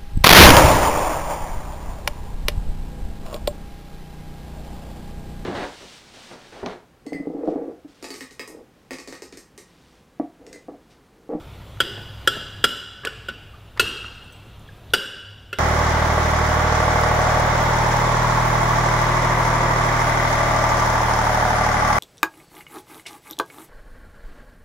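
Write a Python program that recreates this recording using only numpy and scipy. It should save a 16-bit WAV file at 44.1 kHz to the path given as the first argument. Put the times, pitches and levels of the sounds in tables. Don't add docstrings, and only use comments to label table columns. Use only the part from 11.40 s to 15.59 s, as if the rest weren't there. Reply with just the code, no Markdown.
import sys
import numpy as np
from scipy import signal
from scipy.fft import rfft, irfft
from scipy.io import wavfile
from scipy.ndimage import uniform_filter1d

SR = 44100
rng = np.random.default_rng(int(sys.argv[2]) if len(sys.argv) > 2 else 0)


def invert_db(level):
    return 10 ** (np.asarray(level, dtype=float) / 20)


def generate_wav(signal):
    frames = np.transpose(np.atleast_2d(signal))
    scaled = np.clip(frames, -1, 1) * 32767
    pcm = np.round(scaled).astype(np.int16)
    wavfile.write(sys.argv[1], SR, pcm)


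N = 184635

# start in seconds, blow level in dB, treble in dB, hall level in dB,
# contact time in seconds.
FLANGE_KNOCKS = [
    (.402, -12, -1.5, -14.5, 0.002),
]
STUD_KNOCKS = [
    (.8738, -8.5, -0.085, -16, 0.00133),
]
PORT_KNOCKS = [
    (1.240, -8.5, 0.23, -14.5, 0.00178),
]
LIGHT_TAPS = [
    (1.670, -23.5, -5.5, -14.5, 0.0016),
    (1.884, -24.5, -8, -15, 0.0025),
]
SPRING_KNOCKS = [
    (2.395, -10.5, 1.9, -10.5, 0.00214),
]
BRACKET_KNOCKS = [
    (3.5349, -10.5, 0.18, -12, 0.00201),
]
SETTLING_KNOCKS = [
    (4.1278, -25.5, -5, -9.5, 0.00185),
]

# pitch in Hz, level in dB, time to fall by 60 dB in seconds.
FLANGE_MODES = [(391, -5.5, 0.0388), (533.7, -11, 0.06), (1365.2, -2.5, 0.066), (1485.5, 0.5, 0.0547),
                (1706, -2, 0.025), (2242, -30.5, .063), (2670, -16.5, .063), (2990, 0.5, 0.0336),
                (3268, 0, 0.06), (3490, -7, .03), (3982, -24.5, .063), (4823, -19, 0.058),
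                (4894, -13.5, 0.066), (5400, -6.5, 0.0088)]
STUD_MODES = [(374, -7, 0.0458), (537.4, -9.5, 0.051), (1357.3, -3, 0.0754), (1456, -7, 0.097),
              (1679, 6, 0.019), (2986, 2, 0.02), (3213, -12, 0.075), (3284, -5, 0.0826), (3464, -8, 0.051),
              (3900, -10, 0.028), (5100, -14, 0.047), (5430, -31.5, .25), (5810, -9.5, 0.0135)]
PORT_MODES = [(403, -4.5, 0.0292), (508, -11, 0.053), (1372.8, -4, 0.0765), (1467.5, -8, 0.055),
              (1658, 4, 0.0182), (2680, -27.5, 0.059), (2811, -9.5, 0.045), (2964.5, -1, 0.0215),
              (3273, -3.15, 0.0596), (3435, -2.5, 0.0208), (4010, -24, 0.045), (4960, -10.5, 0.036),
              (5306, -32, 0.22), (5474, -12.5, 0.0099)]
LIGHT_MODES = [(370, -6.5, 0.05), (542.7, -6, 0.045), (1378.7, -3.5, 0.063), (1487, 0.5, 0.094),
               (1800, -16.5, 0.064), (2806, -4, 0.0435), (3012, -2.5, 0.038), (3330, -7.5, 0.035),
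               (3670, -21.5, 0.059), (4920, -3.5, 0.0225), (5537, -22.5, 0.061), (5540, -21, .15)]
SPRING_MODES = [(392.2, -4.5, 0.0567), (532.2, -10, 0.0347), (1417.3, 1.5, 0.044), (1764, -10.5, 0.042),
                (2046, -24, 0.073), (2633, -4, 0.0725), (2943, -1.5, 0.049), (2921, -0.5, 0.054),
                (3380, 6, 0.0098), (3905, -9, 0.0417), (4312, -18, 0.14), (4811, -7.5, 0.0265),
                (5643, -10, 0.0172), (6620, -9.5, 0.022)]
BRACKET_MODES = [(414, -10.5, 0.038), (525.6, -10, 0.045), (1395.7, -6, 0.057), (1500, -2.5, 0.0362),
                 (2016, -15, 0.037), (2790, -5, 0.035), (2970, -6.5, 0.057), (3357, -8.5, 0.0363),
                 (3600, -2.5, 0.0152), (4724, -19.5, 0.168), (5190, -23, 0.069), (5605, -15.5, 0.036)]
SETTLING_MODES = [(397.7, -5.5, 0.099), (550, -13.5, 0.108), (1422, 3.5, 0.0447), (1753, -3.5, 0.031),
                  (2069, -19.5, 0.24), (2654, 1.5, 0.042), (2840, -10.5, 0.18), (3245, -7.5, 0.055),
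                  (4177, -20.5, 0.065), (4285, -7, 0.012), (4678, -31, 0.24), (4877, -24.5, 0.17),
                  (5675, -16, 0.081)]

# pitch in Hz, level in dB, time to fall by 60 dB in seconds.
HEADER_HIGH = [(6516, -26.5, 0.021), (7445, -18, 0.059), (7472, -8.5, 0.0214), (8385, -25.5, 0.059),
               (8600, -27, 0.057), (8640, -24.5, 0.033), (9520, -16.5, .035), (10800, -26, 0.034),
               (11550, -19, 0.0264), (12460, -19, 0.036), (13450, -32, 0.016), (13760, -13, 0.0155),
               (15100, -30.5, .03)]
PORT_HIGH = [(6842, -24.5, 0.042), (7370, 1.5, 0.0195), (8560, -23.5, 0.056), (9660, -13, 0.049),
             (10300, -28.5, 0.039), (10840, -18, 0.05), (11270, -18.5, 0.05), (12000, -23, 0.058),
             (12440, -30, 0.066), (12940, -35, 0.087), (13400, -15, 0.027), (13880, -28, 0.056),
             (14580, -19.5, 0.025)]
SPRING_HIGH = [(7350, -18.5, 0.21), (7580, -10.5, 0.077), (7987, -7.5, 0.048), (8153, -4, 0.057),
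               (8527, -9, 0.095), (8750, -0.5, 0.0215), (9480, -13.5, 0.11), (9884, -16.5, 0.051),
               (10630, -19, 0.096), (11560, -20.5, 0.12), (12200, -11, 0.1), (12500, -14.5, 0.038),
               (13100, -5, 0.045)]
BRACKET_HIGH = [(6040, -20, 0.048), (6295, -11, 0.026), (7079, -29.5, 0.065), (7470, -11, 0.036),
                (8285, -22, 0.064), (8490, -13, 0.05), (9700, -7.5, 0.034), (10070, -21.5, 0.041),
                (10820, -20.5, 0.044), (11600, 1.5, 0.0109), (11800, -13.5, 0.048), (13230, -16.5, 0.045),
                (14570, -27.5, 0.069)]
JOINT_HIGH = [(6840, -22.5, 0.036), (7410, -9, 0.0253), (8250, -21.5, 0.069), (8540, -25, 0.044),
              (8772, -13.5, 0.0098), (9540, -21, 0.052), (9590, -15.5, 0.016), (10600, -22, 0.042),
              (11440, -9, 0.0126), (12240, -14, .035), (12800, -18, 0.042), (14450, -30, .03)]

# pitch in Hz, width in Hz, level in dB.
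FLANGE_FAR = [(378, 78, -3), (522, 60, -7.5), (1400, 60, -6), (1490, 60, -4), (1717, 253, -13),
              (2630, 34, -16.5), (2898, 130, -2.5), (3296, 238, -6), (3757, 97, -14), (4030, 117, -20),
              (4430, 41, -20.5), (4838, 49, -5.5), (5020, 195, -17), (5388, 37, -12.5), (7380, 95, -24.5)]
STUD_FAR = [(390, 86, -8), (561, 107, -10), (1356, 87, -6.5), (1501, 42, -1.5), (1676, 78, -7.5),
            (1845, 33, -12.5), (2856, 112.5, -2.2), (3260, 280, -6), (3723, 73, -15.5), (3977, 107, -14),
            (4300, 44, -22), (4852, 186, -13), (5462, 45, -15.5), (7377, 96, -19.5)]
PORT_FAR = [(408, 93, -10.5), (556, 54, -11.5), (1378.4, 53.4, -2), (1500.7, 37.3, -3.5),
            (1666, 245, -14.5), (2908, 125, -2.5), (3250, 190, -12.5), (3364, 225, -8), (3943, 163, -15),
            (4390, 51, -30), (4928, 159, -13.5), (5500, 200, -22), (5990, 97, -26.5), (7416, 92, -24.5)]
LIGHT_FAR = [(404, 167, -7.5), (557, 60, -9), (1370, 78, -6), (1500, 87, -3), (1700, 220, -13.5),
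             (2471, 31.6, -7), (2752, 99, -2.5), (2935, 113, -2.5), (3276, 232, -10), (3790, 140, -18.5),
             (4786, 174, -9.5), (5540, 31, -7)]
SPRING_FAR = [(407.5, 111, -8), (1432, 246, -10), (1600, 31, -15), (2667, 67.5, -2.5), (2815, 71.3, 0),
              (3245, 30, -8), (3178, 350, -16), (3754, 270, -16.5), (4193, 47.4, -11.5), (4710, 24, -18),
              (4826, 178, -20), (5600, 183, -23), (6000, 39, -26), (8533, 48, -38)]
BRACKET_FAR = [(409.5, 70, -7.5), (537.3, 50, -8), (1400.5, 27.8, -3.5), (1551.4, 143, -5),
               (2907, 155.3, -2.15), (3389, 97, -8.5), (3792, 210, -16), (4353, 88, -23.5),
               (4689, 43.6, -12), (5000, 155, -17.9), (5588, 37.5, -13.5), (5720, 34, -19.5),
               (7371, 46, -28.5), (7587, 88, -28.5)]

# pitch in Hz, width in Hz, level in dB.
HEADER_HIGH_FAR = [(5900, 192, -25), (6420, 113, -28.5), (7680, 210, -27), (8450, 136, -30),
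                   (9480, 79, -29), (10750, 102, -30.5), (11960, 87, -29.5), (12380, 250, -35),
                   (13500, 250, -38), (14800, 110, -42)]
PORT_HIGH_FAR = [(6480, 37, -1), (6870, 41, -11), (7430, 140, -3), (7840, 184, -10), (8380, 53, -5.5),
                 (9480, 65, -6.5), (10850, 67, -8), (11500, 52, -6.5), (12100, 81, -12), (12400, 300, -12),
                 (13400, 38, -14.5), (13900, 160, -15.5), (14560, 140, -14)]
SPRING_HIGH_FAR = [(6585, 130, -2), (7050, 46, -8), (7370, 82, 0), (8270, 48, 2), (8450, 28, -1.5),
                   (8900, 38, -7.5), (9470, 31, 0.5), (10600, 74, -14), (10900, 100, -13.5),
                   (11500, 70, -12), (12200, 42, -5), (13200, 69, -14), (14600, 34, -16.5)]
BRACKET_HIGH_FAR = [(6530, 97, -4), (7050, 87, -9.5), (7400, 46, -3.5), (7620, 52, -2), (8310, 41, -8),
                    (8440, 56, 1.5), (9470, 51, -4), (10030, 72, -11.5), (10800, 59, -7), (11500, 85, -8.5),
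                    (12270, 320, -8.5), (13200, 58, -8.5), (14500, 55, -16)]
# pitch in Hz, width in Hz, level in dB.
HAZE = [(7500, 4000, -42), (11500, 4000, -45)]

# pitch in Hz, level in dB.
BETWEEN = [(120, -15.5), (250, -13.5), (700, -26.5), (2100, -24.5), (4300, -39), (9000, -38.5),
           (12000, -49), (15500, -60.5)]
# pitch in Hz, level in dB.
CRACK = [(100, -25.5), (250, -20), (900, -24), (2000, -21), (4000, -26), (8000, -32.5), (15000, -42),
         (16500, -65)]
# pitch in Hz, time to fall by 60 dB in seconds.
HALL_T60 = [(200, 0.82), (500, 0.95), (1400, 1.317), (3000, 1.395), (6000, 1.188), (10000, 0.763),
            (15000, 0.45)]

# pitch in Hz, level in dB per Hz.
WASH = [(12, -32), (24, -2), (102, -8), (342, -17), (1390, -22.5), (1700, -28.5), (3500, -26),
        (4930, -37.5)]
# pitch in Hz, width in Hz, level in dB over the wash.
HUM = [(60.22, 9, -4), (100.76, 8.2, 0), (128.45, 28.3, -7)]
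# time in seconds, level in dB.
WASH_DB = [(0, -43), (.9, -42.5), (1.05, -45), (2.3, -47.5), (3.5, -46.5), (4.19, -49.5)]
# start in seconds, depth in dB.
DUCKS = [
    (1.25, 11.5),
    (3.545, 13.5),
]
# pitch in Hz, level in dB.
TRACK_HISS = [(100, -8), (600, -0.5), (1200, -8), (3500, -9.5), (6000, -0.5)]

# start in seconds, peak level in dB, pitch in Hz,
# width in Hz, length in seconds.
SCUFFS = [(.372, -37.5, 1500, 850, 0.0063), (.575, -32, 420, 300, 0.013), (.946, -29, 1680, 120, .014),
          (.965, -28.5, 451, 298, 0.0137), (1.65, -13.5, 1700, 2550, .00086),
          (1.651, -22.5, 3050, 2500, 0.0141), (1.89, -35.5, 232, 120, 0.05),
          (2.137, -42.5, 1187, 90, .0041), (2.364, -36.5, 1110, 900, 0.0183),
          (2.3733, -26, 1190, 1500, 0.0138), (2.374, -33, 3600, 2500, 0.0055),
          (2.641, -26, 1392, 300, 0.0092), (2.642, -40, 800, 500, 0.0152), (2.644, -40, 2300, 1200, 0.0053),
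          (3.276, -45, 3270, 300, 0.0062), (3.287, -39, 1623, 150, 0.0042), (3.502, -42, 3600, 900, 0.0136)]
# start in seconds,
# level in dB, pitch in Hz, time to fall by 60 dB in seconds.
SINGING = [(.402, -42, 1490, .9), (.402, -56, 7430, .8), (.874, -40, 1490, .9), (.874, -54, 7410, .8),
           (1.24, -40, 1378, .9), (1.24, -44, 1520, 1.1), (1.24, -48, 7435, .9), (1.24, -55, 9480, .6),
           (2.395, -35, 3243, 1.7), (2.395, -44, 2790, 1.1), (2.395, -55, 8270, .7), (2.395, -57, 9470, .7),
           (3.535, -42, 1545, 1.1), (3.535, -42, 2920, 1.1), (3.535, -54, 8440, .9)]
# start in seconds, peak level in dB, pitch in Hz.
CLICKS = [(.587, -45, 13000), (.62, -42.5, 12000), (1.652, -21.5, 6900), (1.76, -58, 7000),
          (2.912, -52, 9000), (2.923, -50.5, 7000), (2.93, -54, 11000), (2.975, -57, 12000),
          (3.195, -46.5, 8000), (3.797, -51, 9000), (3.903, -53.5, 11000)]
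# pitch in Hz, width in Hz, level in dB.
SCRAPE_MODES = [(430, 98, -4), (1130, 300, -8), (1680, 166, -2.5)]
# start in seconds, peak level in dB, pitch in Hz,
# ring time in seconds.
PINGS = [(2.755, -54.5, 8700, 0.032), (2.842, -51.5, 8900, 0.043), (2.851, -60.5, 9150, .03),
         (2.862, -62, 9200, .02), (2.923, -51.5, 7930, 0.074), (2.923, -52, 6130, .07),
         (2.927, -53.5, 9160, 0.054), (2.923, -55, 15400, 0.061), (2.957, -55.5, 8000, 0.061),
         (2.968, -57, 7950, 0.041), (2.97, -59, 14900, .04), (2.972, -60, 10900, 0.031)]

EDGE_HZ = 15760
BODY_DB = -3
HISS_DB, PATCHY_DB = -42.5, 1.4
DUCK_FALL_S, DUCK_RECOVER_S = 0.016, 0.321
WAVER_HZ, WAVER = 9, 0.5
CLICK_WIDTH, CLICK_S = 0.774, 0.00286
SCRAPE_S, SCRAPE_LENGTH_S, SCRAPE_DB, SLIPS_PER_S = 1.627, 0.04, -21, 2300
OVERLOAD = 0.986
TRACK_HISS_DB = -71


def evened(x):
    return x / np.sqrt(np.mean(x ** 2) + 1e-20)


def read(points, hz):
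    f, value = np.transpose(points)
    return np.interp(np.log(hz + 1), np.log(f + 1), value)


def add(mix, s, sound):
    part = mix[round(s * SR):][:len(sound)]
    part += sound[:len(part)]


def resonate(x, hz, width):
    pole = np.exp((2j * np.pi * hz - np.pi * width) / SR)
    return 2 * signal.lfilter([1 - abs(pole)], [1, -pole], x).real


def resonate_twice(x, hz, width):
    return resonate(resonate(x, hz, width), hz, width)


def coloured(x, points):
    return irfft(rfft(x) * invert_db(read(points, np.fft.rfftfreq(len(x), 1 / SR))), len(x))


def burst(length_s, size=12000):
    u = np.arange(size) / SR / max(length_s, 1e-3)
    swell = u * np.exp(1 - u) ** 2 * np.exp(-(u / 2.27) ** 2)
    return rng.standard_normal(size) * swell


def lifted(table, db, column):
    return [tuple(v + db * (k == column) for k, v in enumerate(row)) for row in table]


def ducking_db():
    start_s, depth_db = np.transpose(DUCKS)
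    after = np.maximum(np.arange(N) / SR - start_s[:, None], 0)
    return -depth_db @ ((1 - np.exp(-after / DUCK_FALL_S)) * np.exp(-after / DUCK_RECOVER_S))


def air_wash():
    frames, hz = N // 512 + 5, np.fft.rfftfreq(2048, 1 / SR)
    a, b, patches = rng.standard_normal((frames, 1025, 3)).T
    patches = uniform_filter1d(patches, 20, 0)
    patches = evened(uniform_filter1d(patches, 6, 1))
    air_db = read(WASH, hz) - 6 * np.log2(np.maximum(hz / 5000, 1))
    level_db = np.maximum(air_db, HISS_DB)[:, None] + PATCHY_DB * patches
    spectrum = (a + 1j * b) * (hz < EDGE_HZ)[:, None] * invert_db(level_db)
    air = signal.istft(spectrum, nperseg=2048, noverlap=1536)[1]
    return evened(air[:N])


def fan_hum():
    return sum(invert_db(db) * evened(resonate_twice(rng.standard_normal(N), hz, width))
               for hz, width, db in HUM)


def background():
    gain_db = np.interp(np.arange(N) / SR, *np.transpose(WASH_DB)) + ducking_db()
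    return invert_db(gain_db) * (air_wash() + fan_hum())


def scuff(db, hz, width, length_s):
    sound = resonate_twice(burst(0.5 * length_s), hz, width)
    return invert_db(db) * sound / abs(sound).max()


def blow_tilt(treble_db):
    return [(600, BODY_DB), (900, 0.0097), (4000, 0), (5000, treble_db)]


def wall_ring(modes, tilt, contact_s):
    t = np.arange(12000) / SR
    ring = np.zeros(len(t))
    for k, (hz, db, t60) in enumerate(modes):
        turns = hz * t + 0.5 * k + 0.2 * rng.random()
        ring += invert_db(db + read(tilt, hz) - 60 * t / (1.067 * t60)) * np.sin(2 * np.pi * turns)
    ring *= 1 - np.exp(-(t / max(contact_s, 2e-4)) ** 2)
    ring *= 0.734 + np.exp(-(t / 0.0207) ** 2)
    return ring * np.cos(np.linspace(0, np.pi / 2, len(t))) ** 2


def clink(row, modes):
    _, blow_db, treble_db, _, contact_s = row
    tilt = blow_tilt(treble_db)
    dull = [(5000, 0), (14000, 0.8 * (blow_db + 10))]
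    ring = wall_ring(modes, tilt, contact_s)
    crack_curve = [(hz, db + read(tilt, hz) + read(dull, hz)) for hz, db in CRACK]
    crack = coloured(burst(6.65 * contact_s), crack_curve)
    crack = coloured(crack, [(EDGE_HZ - 300, 0), (EDGE_HZ, -30)])
    snap_curve = [(5000, -55.5), (9000, -34 + read(tilt + dull[1:], 8800)),
                  (15500, -36 + read(dull, 15500)), (17000, -61.5)]
    snap = coloured(burst(3 * contact_s), snap_curve)
    sound = ring + invert_db(15.0) * crack + invert_db(17.5) * snap
    return invert_db(blow_db) * sound / sound[:500].std()


def sent_to_hall(row, far):
    _, blow_db, treble_db, hall_db, _ = row
    f = np.fft.rfftfreq(2 * SR, 1 / SR)
    power = sum(invert_db(2 * db) / (1 + (1.3 * (f - hz) / width) ** 2) ** 2 for hz, width, db in far)
    power = power * invert_db(2 * read([(9000, 0), (13000, -3)], f))
    power = (power + invert_db(2 * read(BETWEEN, f))) * (f < EDGE_HZ)
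    early_db = 60 * 0.16 / read(HALL_T60, f)
    level_db = blow_db + hall_db + 30 + early_db + read(blow_tilt(treble_db), f)
    return invert_db(level_db) * power ** 0.5


def hall(spectrum):
    noise = irfft(rfft(rng.standard_normal(2 * SR)) * spectrum)
    hz, t, z = signal.stft(noise, SR, nperseg=256)
    fade = invert_db(-60 * t / read(HALL_T60, hz)[:, None])
    tail = signal.istft(z * fade, SR, nperseg=256)[1]
    t = np.arange(len(tail)) / SR
    swell = 1 - np.exp(-(t / 0.00156) ** 2)
    near_walls = 1 + 0.294 * np.exp(-t / 0.167)
    return 0.06935 * tail * swell * near_walls


def knocks():
    header_far = HEADER_HIGH_FAR + HAZE
    port_far = lifted(PORT_HIGH_FAR, -22, column=2) + HAZE
    spring_far = lifted(SPRING_HIGH_FAR, -25.5, column=2) + HAZE
    bracket_far = lifted(BRACKET_HIGH_FAR, -25, column=2) + HAZE
    port_high = lifted(PORT_HIGH, -9.5, column=1)
    spring_high = lifted(SPRING_HIGH, -15.5, column=1)
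    bracket_high = lifted(BRACKET_HIGH, -11.5, column=1)
    mounts = [
        (FLANGE_KNOCKS, FLANGE_MODES + HEADER_HIGH, FLANGE_FAR + header_far),
        (STUD_KNOCKS, STUD_MODES + HEADER_HIGH, STUD_FAR + header_far),
        (PORT_KNOCKS, PORT_MODES + port_high, PORT_FAR + port_far),
        (LIGHT_TAPS, LIGHT_MODES + HEADER_HIGH, LIGHT_FAR + header_far),
        (SPRING_KNOCKS, SPRING_MODES + spring_high, SPRING_FAR + spring_far),
        (BRACKET_KNOCKS, BRACKET_MODES + bracket_high, BRACKET_FAR + bracket_far),
        (SETTLING_KNOCKS, SETTLING_MODES + JOINT_HIGH, BRACKET_FAR + bracket_far)]
    out = np.zeros(N)
    for rows, modes, far in mounts:
        for row in rows:
            add(out, row[0], clink(row, modes))
            add(out, row[0], hall(sent_to_hall(row, far)))
    return out


def singing():
    out, t = np.zeros(N), np.arange(SR) / SR
    for s, db, hz, t60 in SINGING:
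        u, v = rng.random(2)
        second_hz = hz + WAVER_HZ * (0.4 + u)
        pair = np.sin(2 * np.pi * hz * t) + WAVER * np.sin(2 * np.pi * (second_hz * t + v))
        add(out, s, invert_db(db - 60 * t / t60) * np.minimum(t / 0.02, 1) * (1 - t) * pair)
    return out


def scrape():
    u = np.arange(4000) / SR / SCRAPE_LENGTH_S
    draw = rng.random((4000, 2))
    slips = (draw[:, 0] < SLIPS_PER_S / SR) * (2 * draw[:, 1] - 1)
    slips = slips * np.minimum(2 * u, 1) * (u < 1)
    sound = sum(invert_db(db) * evened(resonate_twice(slips, hz, width)) for hz, width, db in SCRAPE_MODES)
    return invert_db(SCRAPE_DB) * sound / abs(sound).max()


def ping(db, hz, ring_s):
    t = np.arange(6000) / SR
    return invert_db(db - 60 * t / ring_s) * np.minimum(t / 0.00176, 1) * np.sin(2 * np.pi * hz * t)


def small_sounds():
    out = np.zeros(N)
    for s, db, hz, width, length_s in SCUFFS:
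        add(out, s, scuff(db, hz, width, length_s))
    for s, db, hz in CLICKS:
        add(out, s, scuff(db, hz, CLICK_WIDTH * hz, CLICK_S))
    add(out, SCRAPE_S, scrape())
    for s, db, hz, ring_s in PINGS:
        add(out, s, ping(db, hz, ring_s))
    return out + invert_db(-22.0) * signal.fftconvolve(out, hall(1.0))[:N]


def scene():
    return np.tile(background() + small_sounds() + knocks() + singing(), (2, 1))


def roll_off(x):
    return signal.sosfilt(signal.butter(12, 16780, fs=SR, output="sos"), x)


def record(dry):
    soft = np.tanh(dry[0] / OVERLOAD) * OVERLOAD
    soft = coloured(soft, [(EDGE_HZ - 200, 0), (EDGE_HZ + 100, -22), (16780, -30), (16950, -70)])
    hiss = coloured(rng.standard_normal(N), TRACK_HISS + [(EDGE_HZ - 100, 0), (EDGE_HZ, -60)])
    side = invert_db(TRACK_HISS_DB + 0.5 * ducking_db()) * evened(hiss)
    return roll_off(soft + np.array([side, -side]))


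dry = scene()
out = record(dry)
generate_wav(out)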